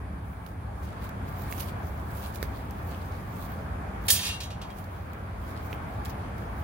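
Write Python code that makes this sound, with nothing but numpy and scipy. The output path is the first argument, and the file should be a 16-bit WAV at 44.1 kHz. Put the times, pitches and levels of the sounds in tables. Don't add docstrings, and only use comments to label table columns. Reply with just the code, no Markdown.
import sys
import numpy as np
from scipy import signal
from scipy.io import wavfile
from scipy.ndimage import uniform_filter1d, minimum_filter1d

SR = 44100
rng = np.random.default_rng(int(sys.argv[2]) if len(sys.argv) > 2 else 0)


def put_to_file(sound):
    columns = np.atleast_2d(sound).T
    safe = np.clip(columns, -1, 1)
    whole_steps = np.round(safe * 32767)
    wavfile.write(sys.argv[1], SR, whole_steps.astype(np.int16))


N = 292383
T = np.arange(N) / SR

# time in seconds, relative rumble in dB, relative breeze in dB.
AIR_LEVELS = [(0.0, -35.5, -48.5), (.55, -39, -49), (1.0, -35.5, -45), (1.4, -34.5, -43.5),
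              (2.1, -35, -43.5), (4.0, -35.5, -44), (5.2, -35, -43), (5.8, -35.5, -43), (6.63, -35, -43.5)]
# start in seconds, strength in dB, share of the free ring time,
# treble tilt in dB per octave, favoured pitch in Hz.
BLADE_TOUCHES = [(4.081, -20, 0.32, 5, 4430), (4.0849, -4.5, 0.29, 1, 8700), (4.1024, -3, 0.98, 5.5, 9300),
                 (4.105, -5, .15, -0.5, 8130), (4.123, -11, 0.7, 4, 3690), (4.160, -12.5, 0.72, -1, 3660),
                 (4.190, -16, 0.8, -10, 3615), (4.23, -17.5, 0.99, -8, 3100), (4.252, -14, .5, -4, 3680),
                 (4.264, -14.5, 0.68, -4.5, 3981), (4.291, -21.5, 0.83, -12, 2770),
                 (4.339, -24.5, 0.6, -3, 2770), (4.403, -17, 0.99, -5.5, 4010),
                 (4.432, -22.5, 0.97, -3.5, 5960), (4.503, -26, 1, -7, 2840),
                 (4.615, -24.5, 0.76, -6, 2870), (4.701, -34, .5, -6, 3230)]
# pitch in Hz, relative level in dB, free ring time in seconds,
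# left ear over right in dB.
BLADE_TONES = [(1793, -46, 0.35, -4), (2191, -40, 0.42, 1), (2430, -40, 0.35, 0), (2511, -34, 0.36, -1),
               (2767, -35, 0.8, 1), (2860, -42, 0.5, 0), (2980, -38, 0.37, 3), (3205, -35, 0.45, 2),
               (3244, -33, 0.45, 0), (3278, -34, 0.44, 5), (3585, -35, 0.45, -3), (3615, -35, 0.5, -3),
               (3787, -35, 0.45, -5), (3887, -35, 0.36, 2), (3981, -35, 0.65, 0), (4202, -39, 0.48, -4),
               (4290, -37, 0.5, -2), (4430, -39, 0.4, -3), (4592, -32, 0.43, -7), (4778, -34, 0.5, 1),
               (4878, -34, 0.38, 2), (5203, -39, 0.53, -12), (5507, -35, 0.52, -8), (5590, -39, 0.4, -5),
               (6020, -36, 0.8, -5), (6245, -36, 0.42, -3), (6654, -31, 0.35, -1), (7029, -29, 0.26, -12),
               (7195, -34, 0.32, -12), (7394, -38, 0.28, -10), (7905, -32, 0.24, -12),
               (8153, -30, 0.25, -8), (8565, -36, 0.36, -4), (8670, -30, 0.22, 2), (8780, -32, 0.27, -1),
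               (9100, -32, 0.23, -2), (9173, -35, 0.2, 3), (9385, -41, 0.4, -5), (9590, -34, 0.33, -11),
               (9660, -32, 0.4, -3), (10250, -42, 0.45, -3), (10530, -35, 0.28, 1), (11039, -34, 0.26, -1),
               (11512, -31, 0.3, 6), (11900, -37, 0.3, -4), (12083, -34, 0.33, -5), (12247, -30, 0.2, -2),
               (12726, -35, 0.32, -9), (12858, -32, 0.24, -12), (14040, -38, 0.3, -6),
               (14909, -34, 0.28, -8), (15286, -37, 0.33, -4), (15719, -30, 0.23, -12)]


def from_db(db):
    return 10 ** (np.asarray(db) / 20)


def rms_one(x):
    return x / np.sqrt(np.mean(x ** 2) + 1e-20)


def panned(left_db):
    return rms_one(from_db(np.array([[.5], [-.5]]) * left_db))


def at_hz(points, hz):
    known_hz, values = np.transpose(points)
    return np.interp(np.log(hz), np.log(known_hz), values)


def drift(rate_hz):
    step = 40
    pole = np.exp(-2 * np.pi * step * rate_hz / SR)
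    slow = signal.lfilter([1], [1, -2 * pole, pole * pole], rng.standard_normal(N // step + 2002))[2000:]
    return np.interp(np.arange(N) / step, np.arange(len(slow)), rms_one(slow))


def coloured_noise(spectrum, flutter_db):
    # frequency in Hz, likeness from -1 (opposite) to 1 (the same).
    ear_likeness = [(60, 0.97), (125, 0.98), (250, 0.8), (500, 0.51), (900, -0.24), (2000, 0.086),
                    (5000, -0.14), (15000, 0.0099)]
    out, edges = 0, 19 * 2 ** np.arange(0, 10.1, .5)
    white = rng.standard_normal((2, 2, N))
    for k, (low, high) in enumerate(zip(edges, edges[1:])):
        hz, flutter = np.sqrt(low * high), drift(8.6)
        if high < spectrum[0][0] or low > spectrum[-1][0]:
            continue
        band = signal.butter(3, [low, high], "band", fs=SR, output="sos")
        mid, side = signal.sosfilt(band, white[k % 2])
        alike = at_hz(ear_likeness, hz)
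        gain = from_db(at_hz(spectrum, hz) + flutter_db * flutter)
        out = out + gain * (np.sqrt(1 + alike) * mid + np.sqrt(1 - alike) * side * [[1], [-1]])
    return rms_one(out)


def dying(t, t60):
    return np.exp(-np.log(1000) * t / t60)


def add(out, s, sound):
    at = int(s * SR)
    out[..., at:at + sound.shape[-1]] += sound[..., :N - at]


def swells(rows):
    power = 0
    for peak_s, db, rise_s, fall_s in rows:
        from_peak = np.maximum((peak_s - T) / rise_s, (T - peak_s) / fall_s)
        power = power + from_db(db - 10 * from_peak) ** 2
    return np.sqrt(power)


def strokes(rows, rise_share):
    return swells([(s, db, rise_share * length, (1 - rise_share) * length) for s, db, length in rows])


def gain_control(x, threshold_db, most_cut_db, sense_s, hold_s, release_db_per_s):
    power = uniform_filter1d(np.mean(x ** 2, axis=0), int(sense_s * SR))
    level_db = 10 * np.log10(np.maximum(power, 1e-12))
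    wanted_db = np.clip(level_db - threshold_db, 0, most_cut_db)
    half = int(hold_s * SR / 2)
    held_db = -minimum_filter1d(-wanted_db, 2 * half + 1, origin=half, mode="constant")
    cut_db = np.maximum.accumulate(held_db + release_db_per_s * T) - release_db_per_s * T
    return x * from_db(-cut_db)


def echoes(x, echo_db, dull_hz, count):
    dull = from_db(echo_db) * signal.sosfilt(signal.butter(1, dull_hz, fs=SR, output="sos"), x)
    out = x.copy()
    for ear in range(2):
        for delay_s in rng.uniform(.008, .055, count):
            add(out[ear], delay_s, dull[ear] * dying(delay_s, 0.35))
    return out


def air_levels():
    seconds, *columns = np.transpose(AIR_LEVELS)
    return [np.interp(T, seconds, column) for column in columns]


def wind(rumble_db, breeze_db):
    # frequency in Hz, relative level in dB.
    rumble_colour = [(20, -40), (30, -23), (42, -8.5), (62, 3), (85, 0.5), (125, -5), (150, -8),
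                     (200, -6.5), (260, -15), (400, -33)]
    breeze_colour = [(150, -17.5), (280, 2.5), (480, -2), (800, 3), (1200, -2), (1800, -7), (2600, -18.5),
                     (4000, -25.5), (7000, -34.5), (9000, -33.5), (12000, -33), (15500, -33)]
    low_db, wind_db = air_levels()
    rumble = from_db(low_db + rumble_db) * coloured_noise(rumble_colour, flutter_db=1.17)
    breeze = from_db(wind_db + breeze_db) * coloured_noise(breeze_colour, flutter_db=1.17)
    return rumble + breeze


def far_engine(engine_db, waver_hz, throb_db):
    # pitch in Hz, relative level in dB.
    engine_tones = [(75.5, -45), (90, -43), (106, -47.5), (179, -54.5), (199, -54.5), (266, -57)]
    low_db, _ = air_levels()
    drone = 0
    for hz, db in engine_tones:
        phase = 2 * np.pi * np.cumsum(hz + waver_hz * drift(2.03)) / SR
        drone = drone + np.sqrt(2) * from_db(db + engine_db + throb_db * drift(1.5)) * np.sin(phase)
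    return drone * from_db(low_db - low_db.mean())


def insects():
    # pitch in Hz, band width in Hz, level in dB.
    shrill_bands = [(9100, 640, -73), (10180, 300, -75), (10500, 250, -80)]
    out = 0
    for hz, width_hz, db in shrill_bands:
        shrill = signal.lfilter(*signal.iirpeak(hz, hz / width_hz, fs=SR), rng.standard_normal((2, N)))
        out = out + from_db(db) * rms_one(shrill)
    return out


def scuffing(scuff_db, grain_db, left_db):
    # peak time in seconds, relative level in dB, length in seconds.
    presses = [(.9, -61.5, .2), (1.05, -56, .08), (1.44, -63, .17), (1.605, -45.5, .05),
               (1.685, -45.5, 0.042), (2.24, -51, .09), (2.56, -53, 0.083), (2.92, -52, 0.056),
               (3.02, -56.5, 0.076), (3.15, -58, 0.15), (3.44, -61, .2), (5.58, -53, .04),
               (6.06, -47.5, 0.022)]
    # frequency in Hz, relative level in dB.
    thatch_colour = [(2000, -12), (2800, -2.5), (3800, 0), (5000, -10), (6500, -16), (11000, -12.5)]
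    grains = rms_one(from_db(grain_db * drift(300)))
    crackle = grains * coloured_noise(thatch_colour, flutter_db=2.5)
    return from_db(scuff_db) * strokes(presses, rise_share=.45) * crackle * panned(left_db)


def grass(swish_db, grain_db, crunch_db, crunch_grain_db, left_db):
    # peak time in seconds, relative level in dB, length in seconds.
    sweeps = [(.32, -63, .16), (.49, -61, 0.14), (.85, -53.5, 0.08), (.93, -67, .2), (1.05, -49.5, .06),
              (1.29, -53.5, .05), (1.42, -48, 0.13), (1.53, -44.5, 0.12), (1.61, -39.5, 0.066),
              (1.68, -46, .06), (1.87, -53, 0.11), (2.0, -60, .3), (2.18, -47.5, 0.16), (2.27, -46, 0.084),
              (2.36, -46, 0.054), (2.44, -46, 0.058), (2.56, -58, 0.42), (2.91, -53, 0.24),
              (3.13, -57, 0.39), (3.44, -50, 0.25), (4.07, -48.5, 0.055), (4.79, -49, 0.12),
              (4.97, -59.5, 0.47), (5.49, -52, .14), (5.66, -51.5, 0.06), (5.73, -49, .06),
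              (5.94, -62, .14), (6.1, -47, 0.044), (6.42, -61, .1), (6.6, -56.5, .1)]
    # start in seconds, relative level in dB, fade time in seconds.
    snaps = [(.464, -47, 0.033), (.831, -53, .1), (1.040, -54, .1), (1.091, -39.5, .02),
             (1.525, -37, 0.027), (1.579, -36, .04), (1.596, -36, 0.065), (1.602, -39, 0.061),
             (1.626, -37, 0.036), (2.235, -44.5, 0.071), (2.358, -33, 0.015), (2.428, -28, 0.022),
             (2.440, -54, .05), (2.709, -39, 0.013), (2.910, -54, .08), (3.519, -43, 0.014),
             (4.784, -50, .1), (4.841, -39, 0.022), (5.133, -35.5, 0.01), (5.729, -46, 0.027),
             (6.05, -40.5, 0.086), (6.104, -48, 0.027), (6.380, -42.5, .02)]
    # frequency in Hz, relative level in dB.
    leaf_colour = [(1000, -14), (2200, -6.5), (3800, -4), (6500, -7.5), (8200, -8), (11500, -4), (16000, 3)]
    stalk_colour = [(1000, -6), (2200, -4), (3800, -2.5), (6500, -5), (8200, -8.5), (11500, -7), (16000, 1)]
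    swish = from_db(swish_db) * strokes(sweeps, rise_share=.58) * rms_one(from_db(grain_db * drift(550)))
    crunch = np.zeros(N)
    for s, db, t60 in snaps:
        add(crunch, s, from_db(crunch_db + db) * dying(T[:SR // 4], t60))
    crunch *= rms_one(from_db(crunch_grain_db * drift(700)))
    leaves = swish * coloured_noise(leaf_colour, flutter_db=2.0)
    stalks = crunch * coloured_noise(stalk_colour, flutter_db=1.5)
    return (leaves + stalks) * panned(left_db)


def flip_flops(thud_hz, thud_t60, slap_t60, left_db):
    # start in seconds, level in dB, main pitch in Hz, thud over clap in dB.
    heel_slaps = [(1.525, -28.5, 2220, -7), (2.428, -23.5, 1805, 7.5), (5.729, -29.5, 2600, 6)]
    clap_tones = [(.8, 1), (1, -1.25), (1.2, 0.72), (1.6, -0.21), (2.2, 0.18)]
    out, t = np.zeros((2, N)), T[:SR // 10]
    for s, db, hz, thud_db in heel_slaps:
        clap = sum(gain * np.sin(2 * np.pi * hz * ratio * t) for ratio, gain in clap_tones)
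        thud = from_db(thud_db) * np.sin(2 * np.pi * thud_hz * t) * dying(t, thud_t60)
        add(out, s, from_db(db) * (clap * dying(t, slap_t60) + thud) * panned(left_db))
    return out


def deck_knock(struck_s):
    # pitch in Hz, level in dB, ring time in seconds.
    deck_tones = [(500, -34.5, 0.086), (797, -35, 0.12), (1305, -39, 0.17)]
    out, t = np.zeros((2, N)), T[:SR // 4]
    for hz, db, t60 in deck_tones:
        add(out, struck_s, from_db(db) * np.sin(2 * np.pi * hz * t) * dying(t, t60))
    return out


def grinding(grit_db, left_db, width_hz, direct_db, body_db):
    # peak time in seconds, relative level in dB, rise and fall times in seconds.
    slides = [(4.085, -18, .003, 0.01), (4.104, -18, 0.0065, 0.012), (4.155, -31.5, 0.065, .06),
              (4.265, -31.5, 0.06, 0.053)]
    # frequency in Hz, relative level in dB.
    grit_colour = [(400, -12), (1000, 1), (2000, -2), (3500, 0), (6000, 1.5), (9500, -1), (15500, -8)]
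    sliding = (T > BLADE_TOUCHES[0][0]) & (T < BLADE_TOUCHES[-1][0])
    grit = from_db(grit_db * drift(400)) * coloured_noise(grit_colour, flutter_db=0.0)
    friction = (swells(slides) * grit)[:, sliding]
    body = sum(signal.lfilter(*signal.iirpeak(hz, hz / width_hz, fs=SR), friction)
               for hz, *_ in BLADE_TONES)
    out = np.zeros((2, N))
    out[:, sliding] = from_db(direct_db) * friction + from_db(body_db) * body
    return out * panned(left_db)


def clatter_tones(spread_db, left_db, count):
    # frequency in Hz, relative level in dB.
    clatter_colour = [(500, -55), (1200, -45), (2000, -41.5), (3300, -33), (6000, -33.5), (9000, -39),
                      (11000, -41), (13000, -33), (16000, -41)]
    hz = 500 + (np.arange(count) + rng.random(count)) * 15300 / count
    level_db = at_hz(clatter_colour, hz) + spread_db * rng.standard_normal(count)
    t60 = .16 * (np.maximum(hz, 3000) / 5000) ** -.3
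    return np.column_stack([hz, level_db, t60, left_db + 3 * rng.standard_normal(count)])


def blades(ring_db, scatter_db, build_s, detune, right_lead_s, most_lead_rad, favour_db,
           landed_s, grass_db_per_s):
    tones = np.vstack([BLADE_TONES, clatter_tones(spread_db=2.5, left_db=-6.0, count=90)])
    hz, level_db, t60, left_db = tones.T
    ears = np.hstack([panned(db) for db in left_db])
    ear_phase = np.minimum(2 * np.pi * hz * right_lead_s, most_lead_rad)
    out = np.zeros((2, N))
    for s, strength_db, share, tilt_db, favoured_hz in BLADE_TOUCHES:
        t = T[:int(SR * share * 2 / 3)]
        colour_db = tilt_db * np.log2(np.maximum(hz, 2500) / 5000)
        colour_db += scatter_db * rng.standard_normal(len(hz))
        colour_db += favour_db * np.exp(-(np.log(hz / favoured_hz) / 0.024) ** 2)
        gain = ears * from_db(ring_db + level_db + strength_db + colour_db)
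        pulled_hz = hz * (1 + detune * (1 - share ** 2) * rng.standard_normal(len(hz)))
        phase = 2 * np.pi * (np.outer(pulled_hz, t) + rng.random((len(hz), 1)))
        lead = (ear_phase + 0.63 * rng.standard_normal(len(hz)))[:, None]
        decay = dying(t, (t60 * share)[:, None])
        ring = np.array([gain[0] @ (np.sin(phase) * decay), gain[1] @ (np.sin(phase + lead) * decay)])
        build_up = 1 - np.exp(-t / build_s)
        in_grass_s = np.maximum(t - max(landed_s - s, 0), 0)
        add(out, s, ring * build_up * from_db(-grass_db_per_s * in_grass_s))
    return out


def scene():
    steel = blades(ring_db=3, scatter_db=1.0, build_s=0.00084, detune=0.0022, right_lead_s=.00007,
                   most_lead_rad=1.74, favour_db=10.5, landed_s=4.36, grass_db_per_s=92)
    steel += grinding(grit_db=1.5, left_db=-2.0, width_hz=65, direct_db=-9, body_db=3.5)
    steel += deck_knock(struck_s=4.085)
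    steps = grass(swish_db=2.5, grain_db=3.5, crunch_db=1, crunch_grain_db=5, left_db=-9.5)
    steps += scuffing(scuff_db=1, grain_db=6.0, left_db=-0.5)
    steps += flip_flops(thud_hz=480, thud_t60=0.0078, slap_t60=0.0092, left_db=-6.5)
    near = echoes(steel + steps, echo_db=-14, dull_hz=5000, count=6)
    air = wind(rumble_db=-1.36, breeze_db=3.0)
    return near + air + far_engine(engine_db=-1.5, waver_hz=0.97, throb_db=2.0) + insects()


def record(dry):
    ducked = gain_control(dry, threshold_db=-27, most_cut_db=3.0, sense_s=0.0085, hold_s=1.0,
                          release_db_per_s=5)
    cutoff_hz = 15900
    return signal.sosfilt(signal.ellip(12, .2, 80, cutoff_hz, fs=SR, output="sos"), ducked)


dry = scene()
out = record(dry)
put_to_file(out)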